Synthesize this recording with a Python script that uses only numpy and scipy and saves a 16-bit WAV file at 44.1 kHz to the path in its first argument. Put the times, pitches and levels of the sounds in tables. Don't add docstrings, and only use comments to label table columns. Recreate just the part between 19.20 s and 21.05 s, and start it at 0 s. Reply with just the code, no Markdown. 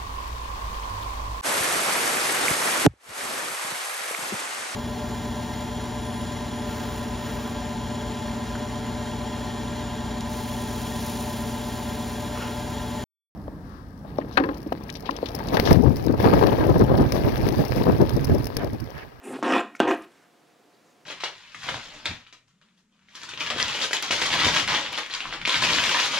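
import sys
import numpy as np
from scipy import signal
from scipy.fft import rfft, irfft, next_fast_len
from scipy.io import wavfile
from scipy.ndimage import uniform_filter1d, map_coordinates

SR = 44100
rng = np.random.default_rng(int(sys.argv[2]) if len(sys.argv) > 2 else 0)


def gain_from_db(level_db):
    decades = np.asarray(level_db, float) / 20
    return 10 ** decades


def inscribe(sig):
    pcm = np.round(np.clip(np.atleast_2d(sig).T, -1, 1) * 32767)
    wavfile.write(sys.argv[1], SR, pcm.astype(np.int16))


N = 81585

# time in seconds, pressure in dB,
# brightness from speed in dB, weight on the hollow in dB.
DRAGS = [
    [(0, -56, 5, -9), (.035, -51, 6, 6.5), (.075, -41.5, -7, 11), (.097, -47.5, -3, 13.5),
     (.13, -37, -3.5, 4), (.165, -33, -15, 1.5), (.18, -52.5, -11, 14.5), (.224, -51.5, -21, 11)],
    [(.229, -26, 8, 0), (.25, -24.5, -2, -0.5), (.29, -21.5, -3.5, -3), (.325, -23, 4.5, 1.5),
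     (.36, -18.5, -2, -1.5), (.39, -23, -2, -0.5), (.412, -28, 0, -7.5), (.46, -54.5, -27, 20)],
    [(.606, -19, 0, -2.5), (.628, -24.5, -6, 0.5), (.65, -25, -26, 0.5), (.68, -22, -6, -2.5),
     (.7, -24, 2, 6.5), (.718, -22, 3.5, 1.5), (.75, -31, -1, 5.5), (.77, -42.5, 4, 1),
     (.83, -61, -6, 11.5)],
]
DRAG_GRIP = [(3, -7.5, 0.5), (1, -1, -1.5), (-3.5, 0.5, 2.5)]
DRAG_GRIT_DB = [-3, -0.5, -6]
# frequency in Hz, width in Hz, level in dB.
HOLLOW = [(251.3, 21.7, 0), (323, 22.7, 1.5), (382, 21, 0.5)]
# frequency in Hz, width in Hz, level in dB.
LID = [(516, 36.4, -3.5), (570, 72, -12), (697.3, 25.4, -2), (782, 108, -10), (910.5, 43, -5.5),
       (1071, 40, -7.5)]
# frequency in Hz, width in Hz, level in dB.
WALLS = [(1218, 86, -11), (1435, 52, -13), (1588, 54, -11), (1870, 76, -11), (2470, 360, -19.5),
         (3000, 108, -18), (3210, 330, -26)]
# frequency in Hz, width in Hz, level in dB.
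GRIT = [(5500, 1030, -33.5), (6570, 1400, -37), (6750, 1150, -36), (8600, 3500, -38.5), (9200, 670, -52),
        (13000, 5000, -56)]
KNOCK_S = [.2271, .3643, .6019, .6203, .2925, .3135, .3485, .3525, .6775, .7115, .3238]
# peak in dB, hardness in dB.
KNOCKS = [(-16, -8), (-17, -18), (-3, -0.5), (-18, -24), (-20, -16), (-26, -11), (-20, -14), (-23.5, -15),
          (-13, -6), (-15, -6), (-17, 5)]
# frequency in Hz, level in dB, 60 dB decay time in seconds.
STRUCK = [(250.3, -7.5, 0.13), (321.8, -7.5, 0.11), (396, -0.5, 0.024), (586, -1.5, 0.028),
          (692, -4, 0.044), (873, 2.5, 0.0084), (1325, -6.5, 0.031), (1553, -9, 0.078), (1890, -36, 0.061),
          (2818, -4.5, 0.019), (3280, -11, 0.029)]
# time in seconds, level in dB, frequency in Hz.
JOLTS = [(.2271, -20.5, 1040), (.3641, -13, 940), (.1305, -33.5, 840), (0.19, -29.5, 660)]
# start in seconds, length in seconds, centre in Hz, width in Hz.
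RUBS = [(.028, .12, 9000, 4000), (.14, .07, 9000, 5000), (.55, .025, 6000, 3000), (.81, .045, 1800, 2500),
        (.985, .085, 1500, 1500), (1.53, .05, 4300, 1500), (1.64, .1, 6600, 2000), (.03, .07, 2600, 300),
        (.325, .08, 2500, 220), (.3, .04, 8200, 1500), (.675, .04, 6500, 2500), (.76, .1, 11500, 6000),
        (.86, .2, 7000, 8000), (.17, .055, 3500, 4000), (.03, .15, 2100, 300), (.335, .07, 3500, 300),
        (.665, .09, 1800, 350), (.06, .115, 378, 30), (.9, .09, 1600, 2000), (.25, .05, 5400, 700),
        (.1, .075, 520, 50), (.665, .085, 700, 50), (.67, .085, 11000, 6000), (.34, .07, 9900, 900),
        (.355, .055, 7300, 900), (.33, .08, 12000, 1500), (.3, .09, 5300, 800), (.06, .06, 770, 60),
        (.14, .04, 1290, 60), (.5, .09, 285, 40), (.238, .03, 9300, 1500), (.61, .06, 3000, 700),
        (.73, .024, 7500, 4000), (.135, .04, 1500, 2500)]
RUB_DB = [-46.5, -54.5, -56.5, -55.5, -66, -73, -70, -54.5, -33.5, -56, -45.5, -59.5, -68.5, -60, -60, -42,
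          -42, -43.5, -64.5, -53.5, -46.5, -31.5, -52, -55.5, -53, -62, -46, -51, -59, -65, -51.5, -44,
          -54.5, -45]
# start in seconds, length in seconds, centre in Hz, width in Hz.
TICKS = [(.566, .006, 2000, 900), (.5952, .006, 2200, 1500), (.5952, .006, 6500, 6000),
         (.405, .008, 7200, 500), (.229, .007, 6000, 600), (.229, .006, 7200, 600),
         (.569, .005, 7000, 1500), (.551, .014, 8000, 9000), (.821, .012, 7500, 7000),
         (.166, .006, 5400, 900), (.5952, .004, 11500, 5000), (.602, .005, 6500, 5000),
         (.404, .005, 9000, 7000), (.41, .004, 8000, 6000), (.715, .003, 12000, 5000),
         (.323, .004, 10000, 9000), (.559, .006, 8500, 3000)]
TICK_DB = [-51, -42, -53, -45.5, -42.5, -47, -56, -54.5, -54.5, -68, -49, -33, -48, -56, -53, -46, -59]
# start in seconds, length in seconds, centre in Hz, width in Hz.
GROANS = [(.08, .2, 140, 20), (.61, .07, 130, 14), (.7, .3, 80, 60), (.23, .07, 70, 40), (.8, .06, 80, 30)]
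GROAN_DB = [-58.5, -52, -84, -72, -76]
# frequency in Hz, level in dB, 60 dB decay time in seconds.
TAP = [(1430, -1, 0.017), (2180, -0.5, .017), (1900, 0, .012)]
# frequency in Hz, side over mid in dB.
APART = [(30, -14), (125, -44), (250, -52), (500, -33), (1500, -25), (3000, -20), (6000, -17), (11000, -22)]
# frequency in Hz, 60 dB decay time in seconds.
ROOM = [(150, 0.47), (400, 0.28), (1500, 0.36), (4000, 0.34), (10000, 0.26)]
# frequency in Hz, level in dB per Hz.
AIR = [(15, -52), (25, -46), (149, -6.5), (300, -2.5), (695, -8), (1070, -10.5), (6500, -23),
       (15000, -33.5)]
# frequency in Hz, side over mid in dB.
AIR_APART = [(30, -6), (125, -13), (500, -6.5), (1500, -7.5), (3000, -9.5), (6000, -10), (11000, -9)]
# frequency in Hz, rms level in dB.
HUM = [(709, -72.5), (500, -78.5)]


def drags():
    t = np.arange(N) / SR
    press, bright, weight = np.zeros((3, N))
    grip, gritty = np.zeros((3, N)), np.zeros(N)
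    for rows, favour_db, grit_db in zip(DRAGS, DRAG_GRIP, DRAG_GRIT_DB):
        s, press_db, bright_db, weight_db = np.transpose(rows)
        on = (t >= s[0]) & (t < s[-1])
        press += on * gain_from_db(np.interp(t, s, press_db))
        bright += on * np.interp(t, s, bright_db)
        weight += on * np.interp(t, s, weight_db)
        gritty += on * grit_db
        grip += on * np.array(favour_db)[:, None]

    force = gain_from_db(1.1 * wobble(60.67)) * slips()
    clumps = gain_from_db(19.5 + 1.4 * wobble(220))
    press = clumps * uniform_filter1d(press, size=60)
    drift_db, walls_follow_speed = 1.44, 0.44
    hollow = 0
    for k, mode in enumerate(HOLLOW):
        hollow = hollow + (-1) ** k * ringing(force, gain_from_db(weight + grip[k]), [mode], drift_db)
    lid = ringing(force, 0.96, LID, drift_db)
    walls = ringing(force, gain_from_db(walls_follow_speed * bright), WALLS, drift_db)
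    rasp = evened(hollow - lid, 1 + gain_from_db(weight))
    body = low_pass(press * (rasp + walls), 3600)
    grit = ringing(slips(), press * gain_from_db(bright + gritty), GRIT, drift_db=2.5)
    return body + low_pass(grit, 12400)


def slips():
    slips_per_s, spread_db, smooth_share = 700, 3, 0.6
    hit, size, hiss = rng.random(N), rng.exponential(size=N), rng.standard_normal(N)
    grains = (hit < slips_per_s / SR) * gain_from_db(spread_db * np.minimum(size, 3))
    rough = unit(grains - grains.mean())
    return np.sqrt(1 - smooth_share) * rough + np.sqrt(smooth_share) * hiss


def ringing(x, level, modes, drift_db):
    steady_s, steady_share = 0.03, 0.7
    out = 0
    for k, (hz, wide, db) in enumerate(modes):
        y = filtered(x, lambda f: 1j * f * wide / (hz * hz - f * f + 1j * f * wide))
        swing = np.abs(uniform_filter1d(y ** 2, size=round(steady_s * SR))) / np.mean(y ** 2) + 0.049
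        drift = gain_from_db(db + drift_db * wobble(24.5))
        out = out + (-1) ** k * drift * y / swing ** (steady_share / 2)
    return out * level


def evened(x, level):
    even_s, even_share = 0.012, 0.6

    def power(v):
        return np.abs(uniform_filter1d(v ** 2, size=round(even_s * SR))) + 1e-14

    swing = power(x) / power(level)
    usual = np.median(swing[level > 1e-6])
    return x * (usual / (swing + 1e-9)) ** (even_share / 2)


def knocks():
    struck_db, crack_db, crack_t60_s, crack_hz = -7.5, -6, 0.0067, 5200
    out, crack, t = np.zeros(N), np.zeros(N), np.arange(SR // 5) / SR
    for s, (db, hard_db) in zip(KNOCK_S, KNOCKS):
        ring = 0
        for hz, level_db, t60 in STRUCK:
            decay = gain_from_db(level_db + hard_db * hz / 2000 - 60 * t / t60)
            ring = ring + decay * np.sin(2 * np.pi * hz * t)
        start = round(s * SR)
        out[start:][:len(t)] += gain_from_db(db + struck_db) * ring
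        burst = np.sign(rng.standard_normal(len(t)))
        crack[start:][:len(t)] += gain_from_db(db + hard_db + crack_db - 60 * t / crack_t60_s) * burst
    return out + filtered(crack, lambda f: 1j * f / (2500 + 1j * f) / (1 + 1j * f / crack_hz) ** 2)


def jolts():
    t60_s, out = 0.009, np.zeros(N)
    for s, db, hz in JOLTS:
        since = np.clip(np.arange(N) / SR - s, 0, None)
        out += gain_from_db(db - 60 * since / t60_s) * 2 * np.sin(2 * np.pi * hz * since)
    return out


def box():
    def low_cut(x, hz):
        return filtered(x, lambda f: (-f * f / (hz ** 2 - f * f + 1.2j * f * hz)) ** 3)

    return low_cut(drags(), 193.5) + low_cut(knocks() + jolts(), 214.5)


def fingers():
    rubs = strokes(RUBS, RUB_DB, patchy_db=1)
    ticks = strokes(TICKS, TICK_DB, patchy_db=0, fade_db=-28)
    groans = strokes(GROANS, GROAN_DB, patchy_db=0)
    return rubs + ticks + groans + tap()


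def strokes(rows, levels_db, patchy_db, fade_db=0):
    t, out = np.arange(N) / SR, np.zeros(N)
    for (s, long, hz, wide), db in zip(rows, levels_db):
        edge_s = min(0.036, long / 8)
        shape = np.clip(np.minimum(t - s, s + long - t) / edge_s, 0, 1)
        shape = shape * gain_from_db(fade_db * np.clip((t - s) / long, 0, 1))
        band = filtered(slips(), lambda f: (1j * f * wide / (hz * hz - f * f + 1j * f * wide)) ** 2)
        band = shape * band
        rms = np.sqrt(np.sum(band ** 2) / (long * SR))
        out += gain_from_db(db + patchy_db * wobble(52.2)) * band / rms
    return out


def tap():
    start_s, tap_db, rise_s = 0.5508, -29, 0.00042
    t = np.clip(np.arange(N) / SR - start_s, 0, None)
    out = np.zeros(N)
    for hz, db, t60 in TAP:
        out += gain_from_db(tap_db + db - 60 * t / t60) * np.sin(2 * np.pi * hz * t) * (1 - np.exp(-t / rise_s))
    return out


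def room(x):
    hz, t, z = signal.stft(rng.standard_normal((2, SR)), SR, nperseg=256)
    fade = gain_from_db(-60 * t / along(ROOM, hz)[:, None])
    tail = signal.istft(z * fade, SR, nperseg=256)[1]
    late = np.pad(x, (300, 0))
    return signal.fftconvolve(late[None], tail / np.linalg.norm(tail[0]), axes=1)[:, :N]


def air():
    air_db, right_lean = -61, 0.037
    mid, side = [unit(filtered(rng.standard_normal(N), lambda f: gain_from_db(along(AIR, f)))) for _ in range(2)]
    side = filtered(side, lambda f: gain_from_db(along(AIR_APART, f))) - right_lean * mid
    t, hum = np.arange(N) / SR, np.zeros(N)
    for hz, db in HUM:
        swell = np.sqrt(2) * gain_from_db(db + 0.85 * wobble(8.7))
        hum += swell * np.sin(2 * np.pi * hz * t + 0.46 * wobble(9.73))
    breath = gain_from_db(air_db + 0.15 * wobble(3.56))
    return breath * np.array([mid, side]) + [hum, 0 * hum]


def unit(x):
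    return x / np.sqrt(np.mean(x ** 2) + 1e-20)


def along(points, hz):
    f, v = np.transpose(points)
    return np.interp(np.log(hz + 1), np.log(f + 1), v)


def wobble(rate):
    knots = rng.standard_normal(int(N * rate / SR) + 4)
    return map_coordinates(knots, [np.arange(N) * rate / SR])


def filtered(x, response):
    m = next_fast_len(N + SR // 2)
    return irfft(rfft(x, m) * response(np.fft.rfftfreq(m, 1 / SR)), m)[..., :N]


def low_pass(x, hz):
    return filtered(x, lambda f: hz ** 2 / (hz ** 2 - f * f + 1j * f * hz))


def scene():
    mic_roll_hz, room_db, room_side_db = 10630, -11.5, 6
    near = filtered(box() + fingers(), lambda f: 1 / (1 + 1j * f / mic_roll_hz) ** 3)
    wet = gain_from_db(room_db) * room(near)
    spread = np.roll(near, 9) + gain_from_db(room_side_db) * wet[1]
    side = filtered(spread, lambda f: gain_from_db(along(APART, f)))
    mid, side = air() + [near + wet[0], side]
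    return np.array([mid + side, mid - side])


def roll_off(x):
    return signal.sosfilt(signal.butter(12, 16470, fs=SR, output="sos"), x)


def record(dry):
    top_hz = 15800
    mix = filtered(dry, lambda f: f < top_hz)
    return roll_off(mix)


dry = scene()
out = record(dry)
inscribe(out)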